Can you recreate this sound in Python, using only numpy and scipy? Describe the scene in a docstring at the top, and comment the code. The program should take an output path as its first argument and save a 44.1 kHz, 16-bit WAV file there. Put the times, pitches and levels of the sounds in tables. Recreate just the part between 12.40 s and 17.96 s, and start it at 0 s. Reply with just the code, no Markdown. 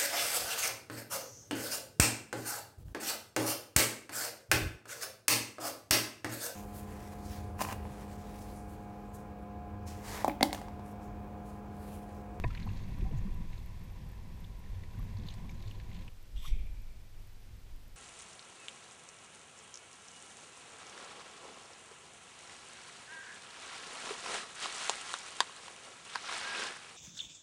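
"""A plastic kayak glides through lily pads, heard from its own deck. After one hard knock, stems drum
on the hollow hull and excite its resonances, water sloshes as a crowd of ringing bubbles, and wet leaves
rub and flick along the sides. The scene changes abruptly to the boat at rest, where an angler casts:
the rod sheds eddies with a swish, line hisses off the spool and the swing rocks the boat.
Light wind and a faint hiss lie under it all."""
import sys
import numpy as np
from scipy import signal
from scipy.fft import rfft, irfft
from scipy.io import wavfile
from scipy.ndimage import uniform_filter1d

SR = 44100
rng = np.random.default_rng(int(sys.argv[2]) if len(sys.argv) > 2 else 0)


def persist_wave(psi):
    """Save psi, clipped to +-1, as 16-bit WAV."""
    counts = np.round(np.clip(psi, -1, 1) * 32767).astype(np.int16)
    wavfile.write(sys.argv[1], SR, np.atleast_2d(counts).T)


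N = 245195
T = np.arange(N) / SR
GLIDE_END_S = 3.692
STROKE_S, SWING_S, RELEASE_S = 3.966, 4.054, 4.088  # stroke starts, rod tip is fastest, line flies free

# Spectra. Each row: frequency in Hz, relative spectral density in dB.
WIND_SPECTRUM = [(15, 3.5), (27, -11), (44, -8), (60, -18.5), (80, -25.5), (98, -26.5), (135, -37.5),
                 (190, -38), (300, -51.5)]
HISS_SPECTRUM = [(100, -28), (170, -3), (198, 8), (217, 3.5), (367, -0.5), (442, -2), (543, -1.5),
                 (734, -4.5), (902, -4.5), (1170, -7.5), (2260, -7.5), (5250, -11), (7100, -15),
                 (7800, -14), (8500, -16), (10300, -17.5), (12400, -21), (15000, -17.5)]
PEEL_SPECTRUM = [(1400, 8.5), (2000, 6.5), (2600, 3.5), (3400, 1), (4300, 2), (5400, -10), (6600, 2.5),
                 (8500, -9)]  # pops of wet pads peeling off
LEAF_SPECTRUM = [(760, -31), (1300, -6), (1770, 6.5), (2740, 3), (3020, -13), (3270, 1), (4140, -5),
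                 (5360, -10.5), (6560, -9), (7170, -15), (9000, -32), (11700, -57), (19800, -120)]  # the leaves themselves
RUB_SPECTRUM = [(160, -42), (280, -6), (361, 1), (445, -6.5), (512, -0.5), (598, -11), (664, -4.5),
                (733, -9), (781, -1.5), (855, -10), (991, 1.5), (1210, -14.5), (1500, -31), (1950, -29),
                (3300, -120)]  # the hull rubbed by leaves
HULL_SPECTRUM = [(115, -13), (138, 3), (175, 0.5), (212, -2.5), (260, -11), (330, -20.5), (450, -25.5)]  # the hollow hull under the stems
# Swells. Each row: centre in seconds, half-width in seconds, level in dB.
WIND_GUSTS = [(0.05, 0.15, -33.5), (0.33, 0.26, -40), (0.63, 0.038, -33.5), (0.85, 0.52, -35),
              (2.32, 0.023, -40.5), (2.63, 0.047, -36), (3.25, 1, -46), (3.98, 0.061, -33.5),
              (4.135, 0.064, -29), (4.17, 0.21, -33), (4.4, 0.25, -40.5), (4.79, 0.053, -41.5),
              (4.97, 0.066, -50), (5.34, 0.08, -43)]  # gusts and rocking of the boat
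WATER_SHOVES = [(0.64, 0.053, -57.5), (0.728, 0.037, -53), (0.86, 0.081, -64), (2.83, 0.039, -56),
                (3.02, 0.15, -67), (3.3, 0.2, -64.5), (4.19, 0.23, -66)]  # water pushed aside by the hull
STEM_CLUMPS = [(0.315, 0.1, -39), (0.62, 0.043, -43), (0.79, 0.033, -36.5), (1.07, 0.034, -47),
               (2.38, 0.062, -46), (2.76, 0.14, -40.5), (3.27, 0.074, -42.5)]  # thick stems passing underneath
# Bands of the fishing line. Each row: centre in Hz, width in Hz, relative level in dB.
GUIDE_BANDS = [(2440, 130, -9), (2850, 200, -3.5), (3210, 220, 0), (3520, 390, 3.5), (5100, 250, -14),
               (5850, 400, -10), (7900, 700, -12)]  # singing in the guides
WHIP_BANDS = [(2100, 600, 0), (4400, 1700, -2.5), (5800, 700, -2.5), (6750, 350, -7), (7820, 750, -4),
              (11000, 4300, -6)]  # bright hiss at the height of the stroke
WHISTLE_BANDS = [(9950, 770, -4), (10900, 600, -4), (11650, 600, 0), (12450, 750, -2)]  # cutting the air
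# Drops and bubbles beside the hull, then bumps and glugs under it.
# Each row: start in seconds, level in dB, initial frequency in Hz, decay time in seconds.
BUBBLE_RINGS = [(0.104, -46, 1274, 0.0052), (.264, -46, 770, 0.0068), (.275, -39, 970, 0.0023),
                (0.579, -60, 1096, 0.01), (.642, -52.5, 746, 0.039), (.868, -58, 1075, 0.0084),
                (2.043, -55, 3400, 0.0026), (2.261, -57, 1730, 0.003), (2.545, -54.5, 1410, 0.003),
                (2.594, -54.5, 1100, 0.0065), (2.905, -60, 6070, 0.0065), (2.94, -51.5, 7780, 0.0008),
                (3.05, -53.5, 1030, 0.0062), (3.094, -45.5, 2200, 0.0031), (3.680, -40.5, 2430, 0.0017)]
HULL_BUMPS = [(0.044, -27, 60.7, 0.012), (0.047, -29.5, 116, 0.014), (0.566, -45.5, 271, 0.01),
              (0.61, -29, 51, 0.016), (0.617, -48, 365, 0.008), (0.617, -40, 140, 0.0069),
              (.712, -56, 550, 0.0044), (0.713, -49, 410, 0.0039), (0.739, -29.5, 131, 0.013),
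              (0.848, -35, 192.4, 0.013), (0.881, -49, 330, 0.0086), (2.02, -45.5, 164, 0.016),
              (2.295, -33, 40, 0.018), (2.348, -39, 88, 0.017), (2.573, -32.5, 102.4, 0.017),
              (2.78, -42, 212, 0.019), (3.562, -45, 187, 0.017), (4.07, -44, 132, 0.015),
              (4.104, -26, 38, 0.027)]
# Leaves and stems flicking the hull. Each row: start in seconds, level in dB, centre in Hz, width in Hz.
LEAF_FLICKS = [(.077, -58.5, 5500, 5000), (.105, -52.5, 2400, 2500), (.135, -55, 1900, 1300),
               (0.148, -44.5, 2080, 1700), (0.149, -52, 4240, 600), (0.174, -46, 2520, 800),
               (0.197, -50, 2060, 2220), (.199, -60, 4740, 901), (0.228, -51, 3870, 700),
               (0.288, -51.5, 2600, 600), (0.371, -54.5, 4280, 1530), (0.607, -53, 2380, 900),
               (.711, -60, 2670, 500), (1.130, -52.5, 2360, 900), (2.043, -57, 3480, 900),
               (2.238, -58, 2050, 600), (2.434, -52, 1930, 1500), (2.588, -61, 1750, 800),
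               (2.628, -57, 1590, 1500), (2.769, -56, 4330, 1196), (2.784, -60, 5400, 2400),
               (2.797, -59, 3600, 700), (2.834, -57, 4140, 1200), (2.867, -55, 4400, 900),
               (2.8847, -42.5, 3600, 1100), (2.8995, -51, 3370, 900), (2.981, -58, 3000, 900),
               (2.939, -51, 4000, 2970), (2.939, -65, 10000, 4000), (3.092, -55.5, 3000, 3000),
               (3.112, -61, 5500, 3000), (3.095, -61, 6500, 900), (3.14, -65, 6500, 1500),
               (3.224, -54, 3860, 2520), (3.262, -57, 3700, 1000), (3.275, -54, 3900, 2000),
               (3.279, -63, 7000, 2400), (3.297, -64, 4800, 4000), (3.31, -49, 2600, 1500),
               (3.398, -51, 2060, 1100), (3.398, -58, 4000, 2000), (3.513, -52, 2110, 900),
               (3.545, -58.5, 4300, 2200), (3.679, -49.5, 2550, 900)]
# Bunches of dragging pads. Each row: centre in seconds, half-width in seconds, level in dB, pitch in Hz.
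PAD_DRAGS = [(0.175, 0.12, -61, 2420), (0.347, 0.21, -67.5, 4280), (0.777, 0.03, -68.5, 6900),
             (1.157, 0.07, -67.5, 4300), (2.897, 0.077, -62.5, 3770), (3.29, 0.23, -66.5, 4000),
             (3.577, 0.096, -62, 3440)]
# Modes of the deck. Each row: frequency in Hz, relative level in dB, time to fall 60 dB in seconds.
DECK_MODES = [(335, 7.5, 0.014), (457, -6, 0.024), (666, -1, 0.019), (993, -4.5, 0.084), (1120, -15, 0.034),
              (1680, -6, 0.034), (1880, -19, 0.079), (2194, -1.5, 0.015), (2354, 9.5, 0.0092),
              (2510, -0.5, 0.012), (3700, -7.5, 0.008), (4550, -26, 0.027)]
# The knock and its chatter. Each row: start in seconds, gain in dB.
DECK_CONTACTS = [(.0382, -28), (.0398, -28), (.0426, -26)]
# Force of the hull on the pads as it slows and is driven on. Each row: time in seconds, push in dB.
HULL_PUSH = [(0.1, 1.5), (0.35, 4), (0.7, 2.5), (1.0, 1), (1.3, -1), (1.9, -1.5), (2.18, -2.5), (2.5, -0.5),
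             (2.8, 1.5), (3.1, 0), (3.68, -1)]


def undb(db):
    """Amplitude grows tenfold for every 20 dB."""
    return 10 ** (np.asarray(db) / 20)


def unit(x):
    """Normalisation to an rms of 1."""
    return x / np.sqrt(np.mean(x ** 2))


def steady(x):
    """Division by the short-term rms, so that an envelope alone sets the strength."""
    return x / np.sqrt(np.abs(uniform_filter1d(x ** 2, size=4000)) + 1e-12)


def noise():
    """White noise: equal mean power at every frequency."""
    return rng.standard_normal(N)


def wander(rate):
    """Linear interpolation of `rate` random values a second, with a spread near 1."""
    knots = rng.standard_normal(4096)
    return 1.2 * np.interp(T * rate, np.arange(len(knots)), knots)


def impacts(rate, spread_db):
    """A Poisson process of `rate` tiny impacts a second, a few much larger than the rest."""
    size = undb(spread_db * np.minimum(rng.exponential(size=N), 4))
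    return unit((rng.random(N) < rate / SR) * size * rng.choice([-1, 1], N))


def colour(x, spectrum):
    """Spectral shaping to an rms of 1, falling 30 dB an octave past the ends of the table."""
    hz, db = np.transpose(spectrum)
    octave = np.log2(np.maximum(np.fft.rfftfreq(N, 1 / SR), 1))
    outside = np.abs(octave - np.clip(octave, np.log2(hz[0]), np.log2(hz[-1])))
    gain = undb(np.interp(octave, np.log2(hz), db) - 30 * outside)
    return unit(irfft(rfft(x) * gain, N))


def band(x, hz, width):
    """Two equal resonators in cascade give a band with steep sides."""
    hz = min(hz, .4 * SR)
    b, a = signal.iirpeak(hz, max(hz / width, .5), fs=SR)
    return signal.lfilter(b, a, signal.lfilter(b, a, x))


def noise_bands(bands):
    """Resonances driven by independent noises add in power; the sum has an rms of 1."""
    return unit(sum(undb(db) * unit(band(noise(), hz, width)) for hz, width, db in bands))


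def swells(rows):
    """Gaussian swells add in power. Each row: centre in seconds, half-width in seconds, level in dB."""
    return np.sqrt(sum((undb(db) * np.exp(-2 * ((T - s) / width) ** 2)) ** 2 for s, width, db in rows))


def envelope(start, end, rise_db_per_s, fall_db_per_s):
    """Exponential growth until start, a hold at 1 until end, then exponential decay."""
    return undb(-rise_db_per_s * np.maximum(start - T, 0) - fall_db_per_s * np.maximum(T - end, 0))


def add(out, s, x):
    """Superposition of a short sound at s seconds."""
    i = max(int(s * SR), 0)
    out[i:i + len(x)] += x[:N - i]


def rings(rows, rise, climb):
    """Damped oscillators; rise is a fraction of the decay time, climb a fraction of the pitch."""
    out, t = np.zeros(N), T[:SR // 4]
    for s, db, hz, decay in rows:
        shape = (1 - np.exp(-t / (rise * decay))) ** 2 * np.exp(-t / decay)
        pitch = hz * (1 + climb * (1 - np.exp(-t / decay)))
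        add(out, s, undb(db) * shape / shape.max() * np.sin(2 * np.pi * np.cumsum(pitch) / SR))
    return out


def air(moving_db=-45.5, resting_db=-49):
    """Pressure fluctuations of wind and rocking rumble; ripples drive a hull resonance; treble hisses."""
    breeze = undb(np.where(T < GLIDE_END_S, moving_db, resting_db))
    rumble = steady(colour(noise(), WIND_SPECTRUM)) * np.hypot(breeze, swells(WIND_GUSTS))
    murmur = unit(band(noise(), hz=95, width=38)) * undb(-59)
    hiss = colour(noise(), HISS_SPECTRUM) * undb(-64.5 + .5 * wander(rate=8.5))
    treble = band(noise(), hz=12360, width=2300)
    flicker = undb(11 * np.tanh(0.91 * wander(rate=210) - 1.4))
    return rumble + murmur + hiss + unit(treble * flicker) * undb(-79)


def rod(eddy_hz=1130, sag=0.12, waver=0.1, half_width_s=0.0072):
    """Vortex shedding: eddies leave the tip almost regularly, highest in pitch where it is fastest."""
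    speed = 1 / (1 + ((T - SWING_S) / half_width_s) ** 2)
    pitch = eddy_hz * (1 - sag * (1 - speed)) * (1 + waver * wander(rate=850))
    eddies = unit(np.sin(2 * np.pi * np.cumsum(pitch) / SR))
    whole_swing = swells([(SWING_S, 0.054, -67)])
    return eddies * np.hypot(undb(-50.5) * speed, whole_swing)


def fishing_line():
    """Friction and airflow: line sings in the guides, cuts the air and brushes the slowing spool."""
    running = undb(-58.5) * envelope(STROKE_S, RELEASE_S, rise_db_per_s=1100, fall_db_per_s=113)
    pull = swells([(RELEASE_S - 0.016, 0.03, -52)])  # the lure draws the line taut
    whip = undb(-57.5) * envelope(RELEASE_S - 0.022, RELEASE_S, rise_db_per_s=150, fall_db_per_s=300)
    unwinding = undb(-61.5) * envelope(RELEASE_S, RELEASE_S, rise_db_per_s=400, fall_db_per_s=36)
    singing = noise_bands(GUIDE_BANDS) * np.hypot(running, pull)
    hiss = noise_bands(WHIP_BANDS) * whip
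    whistle = noise_bands(WHISTLE_BANDS) * swells([(SWING_S, 0.05, -62)])
    coils = steady(band(noise(), hz=2360, width=370) * undb(1.2 * wander(rate=260)))
    slap = undb(1.4 * wander(rate=300))  # the line flutters against the guides
    return slap * (singing + hiss + whistle) + coils * unwinding


def sloshes(count=2400, low_hz=227.3, high_hz=1045, cycles=5, climb=0.11, tilt_db_per_octave=-4):
    """Bubble resonance in a crowd: shoved water churns with short rising tones, large bubbles loudest."""
    churn, t = np.zeros(N), T[:SR // 14]
    for when, pitch, strength in rng.random((count, 3)):
        hz = low_hz * (high_hz / low_hz) ** pitch
        age = t * hz / cycles
        phase = 2 * np.pi * np.cumsum(hz * (1 + climb * (1 - np.exp(-age)))) / SR
        gain = strength * undb(tilt_db_per_octave * np.log2(hz))
        add(churn, when * T[-1], gain * age * np.exp(-2 * age) * np.sin(phase))
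    return steady(churn) * swells(WATER_SHOVES)


def bubbles(flutter=0.28):
    """Pockets of air resonate and rise in pitch, their level uneven as the leaves squeeze them."""
    return rings(BUBBLE_RINGS, rise=0.18, climb=0.082) * (1 + flutter * wander(rate=1300))


def bumps():
    """Damped vibration: the hull booms briefly under soft pushes from thick stems and small waves."""
    return rings(HULL_BUMPS, rise=0.45, climb=0)


def flicks(crack_rate=2600, rise_s=0.0013, decay_s=0.0019, tail_s=0.0064, tail_db=-17, trim_db=-2):
    """Elastic release: a bent leaf slips free in a run of tiny cracks, a snap with a scrape after it."""
    out, t = np.zeros(N), T[:SR // 12]
    attack = (1 - np.exp(-t / rise_s)) ** 2
    shape = attack * (np.exp(-t / decay_s) + undb(tail_db) * np.exp(-t / tail_s))
    for s, db, hz, width in LEAF_FLICKS:
        cracks = rng.standard_normal(2 * len(t)) * (rng.random(2 * len(t)) < crack_rate / SR)
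        snap = band(cracks, hz, width)[len(t):] * shape
        peak_rms = np.sqrt(uniform_filter1d(snap ** 2, size=128).max())
        add(out, s, undb(db + trim_db) * snap / peak_rms)
    return out


def drags(catch_db=4):
    """Stick-slip friction: wet pads peel along the side in pops so dense that they merge into brushing."""
    pops = colour(impacts(rate=6500, spread_db=3.5), PEEL_SPECTRUM)
    pops *= undb(catch_db * wander(rate=160))
    return sum(steady(band(pops, hz, width=hz)) * swells([(s, half_width, db)])
               for s, half_width, db, hz in PAD_DRAGS)


def knock(contact_s=0.0019):
    """Modal ringing: something hard chatters on the deck; the plastic gives, softening each attack."""
    out, t = np.zeros(N), T[:SR // 4]
    deck = sum(undb(db - 60 * t / t60) * np.sin(2 * np.pi * hz * t) for hz, db, t60 in DECK_MODES)
    attack = 1 - np.exp(-(t / contact_s) ** 2)
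    for s, db in DECK_CONTACTS:
        add(out, s, undb(db) * deck * attack)
    return out


def glide():
    """Forced vibration: stems drum on the hollow hull, pads rub and leaves rustle, rising with the push."""
    push_db = np.interp(T, *np.transpose(HULL_PUSH))
    stems = impacts(rate=500, spread_db=1)
    boom = steady(band(stems, hz=97.36, width=15))
    boom *= np.hypot(undb(-49.5 + push_db), swells(STEM_CLUMPS))
    floor_flex = steady(band(stems, hz=58, width=30)) * undb(-50.5 + push_db)
    drum = steady(colour(stems, HULL_SPECTRUM))
    drum *= undb(-51.5 + 1.63 * push_db + 2.23 * wander(rate=14))
    rub = colour(impacts(rate=2500, spread_db=2.5), RUB_SPECTRUM)
    rub *= undb(-62.5 + 0.79 * push_db + 0.57 * wander(rate=18))
    rustle = colour(impacts(rate=6200, spread_db=3.5), LEAF_SPECTRUM)
    rustle *= undb(-67.5 + 1.27 * push_db + 1.36 * wander(rate=68))
    return boom + floor_flex + drum + rub + rustle


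def scene(fade_s=0.0048):
    """Superposition in one channel: the glide, cut short, then the cast, over water and wind."""
    moving = np.clip((GLIDE_END_S - T) / fade_s, 0, 1)
    under_way = glide() + drags() + knock() + flicks() + bubbles()
    return (moving * under_way + bumps() + sloshes() + rod() + fishing_line() + air())[None]


def record(dry, cutoff_hz=15200):
    """A steep low-pass filter removes the top of the treble."""
    return signal.sosfilt(signal.ellip(10, .2, 70, cutoff_hz, fs=SR, output="sos"), dry)


dry = scene()
out = record(dry)
persist_wave(out)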